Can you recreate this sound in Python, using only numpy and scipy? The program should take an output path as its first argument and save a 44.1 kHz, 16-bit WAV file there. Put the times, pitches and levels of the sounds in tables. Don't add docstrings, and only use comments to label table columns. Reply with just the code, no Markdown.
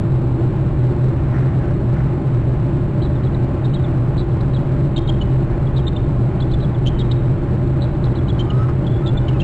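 import sys
import numpy as np
from scipy import signal
from scipy.fft import rfft, irfft, next_fast_len
from scipy.io import wavfile
from scipy.ndimage import uniform_filter1d

SR = 44100
rng = np.random.default_rng(int(sys.argv[2]) if len(sys.argv) > 2 else 0)


def put_to_file(sound):
    columns = np.atleast_2d(sound).T
    safe = np.clip(columns, -1, 1)
    whole_steps = np.round(safe * 32767)
    wavfile.write(sys.argv[1], SR, whole_steps.astype(np.int16))


def gain_from_db(level_db):
    decades = np.asarray(level_db, float) / 20
    return 10 ** decades


N = 415863
SURF_DB = -47.5


def rms_one(x):
    return x / np.sqrt(np.mean(x ** 2) + 1e-20)


def in_time(rows):
    s, *columns = np.transpose(rows)
    t = np.arange(N) / SR
    gate = (t >= s[0]) & (t <= s[-1])
    return [gate] + [np.interp(t, s, column) for column in columns]


def colour(x, points):
    size = next_fast_len(N)
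    hz = np.arange(1, size // 2 + 2) * SR / size
    point_hz, point_db = np.transpose(points)
    gain_db = np.interp(np.log(hz), np.log(point_hz), point_db)
    return irfft(rfft(x, size) * gain_from_db(gain_db), size)[:N]


def drift(rate_hz):
    steps = rng.standard_normal(int(N / SR * 400) + 2)
    return rms_one(np.interp(np.arange(N) * rate_hz / SR, np.arange(len(steps)), steps))


def resonance(x, hz, width_hz):
    r = np.exp(-np.pi * width_hz / SR)
    poles = [1, -2 * r * np.cos(2 * np.pi * hz / SR), r * r]
    return signal.lfilter(np.array([1, 0, -1]) * (1 - r * r) / 2, poles, x)


def band(x, edges_hz):
    return signal.sosfilt(signal.butter(2, edges_hz, "band", fs=SR, output="sos"), x)


def whistle(hz, wobble):
    return 2 * np.pi * np.cumsum(hz * (1 + wobble * drift(60))) / SR


def eagle_notes():
    # centre t/s, peak level/dB, f/Hz,
    # glide/Hz, length/ms
    pipes = [(3.166, -47, 3500, -450, 14), (3.351, -37, 3800, -247, 11), (3.656, -36.5, 3738, -11.5, 25),
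             (3.847, -38, 3530, -400, 15), (4.413, -41, 3922, -69, 15), (4.988, -34, 3600, 99, 12),
             (5.22, -29.5, 2984, 71, 19), (5.675, -43, 3340, -31, 13), (5.878, -24, 3660, -74, 17),
             (6.503, -46, 3860, -4, 14), (6.753, -43.5, 3410, -498, 15), (6.874, -21.5, 3110, 254, 30),
             (7.953, -50, 3491, -89, 8), (8.405, -26.5, 3125, 34, 23), (8.507, -29.5, 2930, -277, 9.8),
             (8.852, -44, 3124, 212, 14), (8.875, -33.5, 3375, -131, 17), (8.95, -46, 3410, -11, 110),
             (9.071, -30.5, 3620, -40, 18), (9.086, -29, 3430, -56, 19), (9.181, -30.5, 3490, -57, 18),
             (9.291, -28, 2970, -298, 16), (4.318, -49, 3400, -150, 10)]
    # centre t/s, peak level/dB, f/Hz, length/ms, level after the break/dB
    yelps = [(3.042, -39, 3937, 40, -47), (3.251, -48, 3900, 32, -46.5), (3.751, -36, 3800, 22, -41),
             (4.198, -38.5, 3935, 46, -47), (4.551, -37, 3839, 26, -40), (4.970, -27, 3725, 11, -27),
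             (5.082, -32.5, 3700, 13, -24), (5.776, -32.5, 3807, 23, -40), (5.969, -30.5, 3620, 9.8, -42.5),
             (6.411, -39, 3980, 14, -29), (6.525, -42.5, 4020, 22, -33.5), (6.623, -40.5, 3890, 36, -40),
             (7.001, -31.5, 3790, 24, -32), (7.121, -28.5, 3740, 14, -43), (7.830, -36.5, 3905, 39, -50),
             (8.051, -40, 3920, 31, -43), (8.17, -44.5, 3900, 31, -42.5), (8.290, -33, 3890, 11, -29.5),
             (9.407, -28.5, 3195, 12, -28)]
    scoop_pitch, scoop_rise_hz, scoop_ms = .81, 350, 9
    break_pitch, break_ms, break_late_ms = .865, 15, 6.8
    rows = list(pipes)
    for s, db, hz, ms, low_db in yelps:
        half_s = ms / 2 / 1000
        scoop_db = min(db - 3.5, -41.5)
        low_glide_hz = 60 + 20.5 * (low_db + 28.5)
        rows.append((s - half_s, scoop_db, scoop_pitch * hz, scoop_rise_hz, scoop_ms))
        rows.append((s, db, hz, -79.5, ms))
        rows.append((s + half_s + break_late_ms / 1000, low_db, break_pitch * hz, low_glide_hz, break_ms))
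    return rows


def eagles():
    # lag t/s, level/dB
    trunks = [(.027, -26.5), (.05, -24.5), (.074, -25.5), (.11, -25.5)]
    calls, waver = np.zeros(N + SR), drift(200)
    flutter = gain_from_db(4.5 * np.minimum(drift(260), .6))
    rasp = drift(390) * np.cos(2 * np.pi * 280 * np.arange(N) / SR)
    for s, db, hz, glide_hz, ms in eagle_notes():
        size = int(1.3 * ms * SR / 1000)
        start = int(s * SR - .45 * size)
        u = np.linspace(0, 1, size)
        here = np.minimum(np.arange(start, start + size), N - 1)
        pitch_hz = (hz + 1.3 * glide_hz * (u - .45)) * (1 + .01 * waver[here])
        phase = 2 * np.pi * np.cumsum(pitch_hz) / SR
        swell = np.sin(np.pi * u ** .64) * flutter[here]
        tone = np.sin(phase) + gain_from_db(-37) * np.sin(2 * phase)
        hoarse = 1 + 1.3 * max(hz - 3400, 0) / 1000 * rasp[here]
        calls[start:start + size] += gain_from_db(db - 0.5) * swell * tone * hoarse
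    lag = np.arange(SR // 2) / SR
    scatter = rng.standard_normal(len(lag)) * gain_from_db(-60 * lag / .8) * (lag > .012)
    echoes = signal.fftconvolve(calls, scatter / np.sqrt(np.sum(scatter ** 2)))
    near = sum(gain_from_db(db) * np.roll(calls, int(s * SR)) for s, db in trunks)
    return calls[:N] + flutter * (gain_from_db(-20.5) * echoes[:N] + near[:N])


def gusts():
    # peak t/s, level over the surf/dB, fall/s
    gust_table = [
        (.2, -1.5, 0.31),
        (1.05, 1, .3),
        (1.37, 4, 0.12),
        (1.62, 2, 0.087),
        (1.97, 3.5, 0.12),
        (2.57, 0.5, 0.1),
        (5.51, 2, 0.049),
        (6.9, 0.5, 0.28),
        (9.2, 0, 0.12),
    ]
    t, rush_db = np.arange(N) / SR, np.full(N, float(SURF_DB))
    for s, db, fall in gust_table:
        spread = np.where(t < s, 0.38 * fall, fall)
        rush_db += db * np.exp(-((t - s) / spread) ** 2)
    return rush_db


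def wind():
    # t/s, buffeting level/dB
    pressure = [(0, -29), (.5, -28.5), (1.2, -29.5), (2.5, -27), (3.3, -31.5), (4.4, -25), (4.8, -27),
                (5.2, -22), (6.3, -25.5), (6.7, -22.5), (7.15, -19.5), (7.5, -27), (8.6, -30.5), (9.2, -26),
                (9.43, -26)]
    # f/Hz, width/Hz, level/dB
    housing = [(55.5, 23.7, -6), (83.26, 8.3, -6), (126.82, 13.37, 4.5), (148.6, 8.2, -9.5),
               (196.1, 14.8, -11), (264.5, 19.3, -13.5), (336.5, 34.9, -11), (399, 10, -29.5),
               (581.6, 43.6, -22), (813.5, 70, -29), (1050, 68, -34)]
    # f/Hz, level per Hz/dB
    rush_colour = [(150, 6.5), (400, -4.5), (700, -4), (1400, -8), (2000, -15), (2500, -19), (3000, -24.5),
                   (3600, -33.5), (3900, -51.5), (6000, -55.5), (9000, -62.5)]
    _, buffet_db = in_time(pressure)
    boom_db = -18 - 0.039 * (buffet_db - buffet_db.mean())
    rush_db = gusts()
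    air = rng.standard_normal((len(housing) + 2, N + SR))
    boom = np.zeros(N + SR)
    for a, (hz, width_hz, db) in zip(air, housing):
        boom += gain_from_db(db) * resonance(resonance(a, hz, width_hz), hz, 6 * width_hz)
    boom = gain_from_db(boom_db + 3.0) * rms_one(boom[SR:])
    buffet = gain_from_db(buffet_db + 0.5) * rms_one(band(air[-1], [14, 70])[SR:])
    rush = colour(air[-2, :N], rush_colour) * gain_from_db(0.56 * drift(12))
    leaves = band(rush, (1300, 2400))
    rush = rush + (gain_from_db(1.3 * (rush_db - SURF_DB)) - 1) * leaves
    return boom + buffet + gain_from_db(.6 * rush_db - 4.0) * rms_one(rush)


def motor():
    # t/s, f/Hz, level/dB
    pan = [
        (8.22, 1175, -60),
        (8.26, 1187, -40),
        (8.3, 1195, -56),
        (8.34, 1198, -43.5),
        (8.42, 1187, -60),
        (8.49, 1228, -38.5),
        (8.64, 1302, -30),
        (8.665, 1340, -45),
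        (8.675, 1305, -47),
    ]
    stop_s, stop_db = 8.685, -27.5
    gate, hz, db = in_time(pan)
    whine = gate * gain_from_db(db + 2.5) * np.sin(whistle(hz, wobble=.003))
    since = np.arange(N) / SR - stop_s
    knock = rng.standard_normal(N) * (since > 0) * np.exp(-np.abs(since) / 0.018)
    gearbox = resonance(resonance(knock, 1200, 500), 1200, 500)
    return whine + gain_from_db(stop_db) * 6 * gearbox


def far_birds():
    # t/s, f/Hz, fundamental level/dB, octave level/dB
    wail_arch = [(9.0, 1200, -55, -68), (9.038, 1300, -39, -63), (9.105, 1385, -45, -52),
                 (9.16, 1450, -46, -61), (9.24, 1485, -50, -57), (9.3, 1490, -49, -60),
                 (9.328, 1470, -46, -46), (9.352, 1300, -42, -45), (9.39, 1200, -54, -66)]
    # t/s, f/Hz, level/dB
    answer_arch = [(9.13, 2330, -66), (9.16, 2390, -55), (9.24, 2400, -57), (9.28, 2310, -51),
                   (9.325, 2150, -51), (9.35, 2050, -68)]
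    gate, hz, db, octave_db = in_time(wail_arch)
    phase = whistle(hz, wobble=0.0031)
    wail = gate * (gain_from_db(db) * np.sin(phase) + gain_from_db(octave_db) * np.sin(2 * phase))
    gate, hz, db = in_time(answer_arch)
    answer = gate * gain_from_db(db) * np.sin(whistle(hz, wobble=0.0025))
    shimmer = gain_from_db(2.5 + 2 * drift(30))
    return shimmer * (wail + answer)


def mains_buzz():
    mains_hz = 60
    spikes = np.zeros(N)
    at = (np.arange(0, N / SR, .5 / mains_hz) * SR).astype(int)
    spikes[at] = (-1.) ** np.arange(len(at))
    return gain_from_db(-62) * rms_one(resonance(resonance(spikes, 2900, 1400), 2900, 1400))


def scene():
    return (eagles() + wind() + motor() + far_birds() + mains_buzz())[None]


def overload(x):
    ceiling, knee, give = .3, .234, .17
    x = np.minimum(x, ceiling)
    return np.maximum(x, give * (x + knee) - knee)


def unsteady_clock(x):
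    # f/Hz, timing error level in samples/dB, f above which its mirror fades/Hz
    wobbles = [(3900, -10, 9000), (7800, -14.5, 2200)]
    t, slope = np.arange(N) / SR, np.gradient(x)
    for hz, db, fade_hz in wobbles:
        dull = signal.sosfilt(signal.butter(3, fade_hz, fs=SR, output="sos"), slope)
        x = x + gain_from_db(db) * np.cos(2 * np.pi * hz * t) * dull
    return x


def patchy_treble(x):
    # f/Hz, level over its usual level/dB
    shut_under = [(4400, -7), (8600, -6), (9100, -1), (9600, 3), (9900, 11), (12000, 23), (12500, 60)]
    hz, _, z = signal.stft(x, SR, nperseg=1024)
    power = uniform_filter1d(np.abs(z) ** 2, size=9, axis=0)
    power = power[4::9].repeat(9, axis=0)[:len(hz)]
    limit = np.median(power, axis=1) * gain_from_db(2 * np.interp(hz, *np.transpose(shut_under), left=-90))
    masked = gain_from_db(2 * -27) * ((hz > 4400) & (hz < 5800))
    high = np.max(power[(hz > 3550) & (hz < 4200)], axis=0)
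    ahead = np.maximum(high, np.roll(high, -2) * gain_from_db(-4))
    note_power = np.max(power[(hz > 2700) & (hz < 4200)], axis=0)
    grit = rng.standard_normal(z.shape) + 1j * rng.standard_normal(z.shape)
    z = z + gain_from_db(-20.5) * np.outer((hz > 2800) & (hz < 4330), np.sqrt(note_power)) * grit
    opened = power > limit[:, None] + masked[:, None] * ahead
    opened = np.maximum(opened, .22 * (hz < 8000)[:, None])
    return signal.istft(z * opened, SR, nperseg=1024)[1][:N]


def top_cut(x):
    return signal.sosfilt(signal.butter(12, 12600, fs=SR, output="sos"), x)


def record(dry):
    # f/Hz, level/dB
    treble_loss = [(7000, -1.1), (8400, -2), (9300, -4), (10000, -12), (12000, -14)]
    x = unsteady_clock(overload(dry[0]))
    x = patchy_treble(colour(x, [(4500, 0)] + treble_loss))
    return top_cut(x[None])


dry = scene()
out = record(dry)
put_to_file(out)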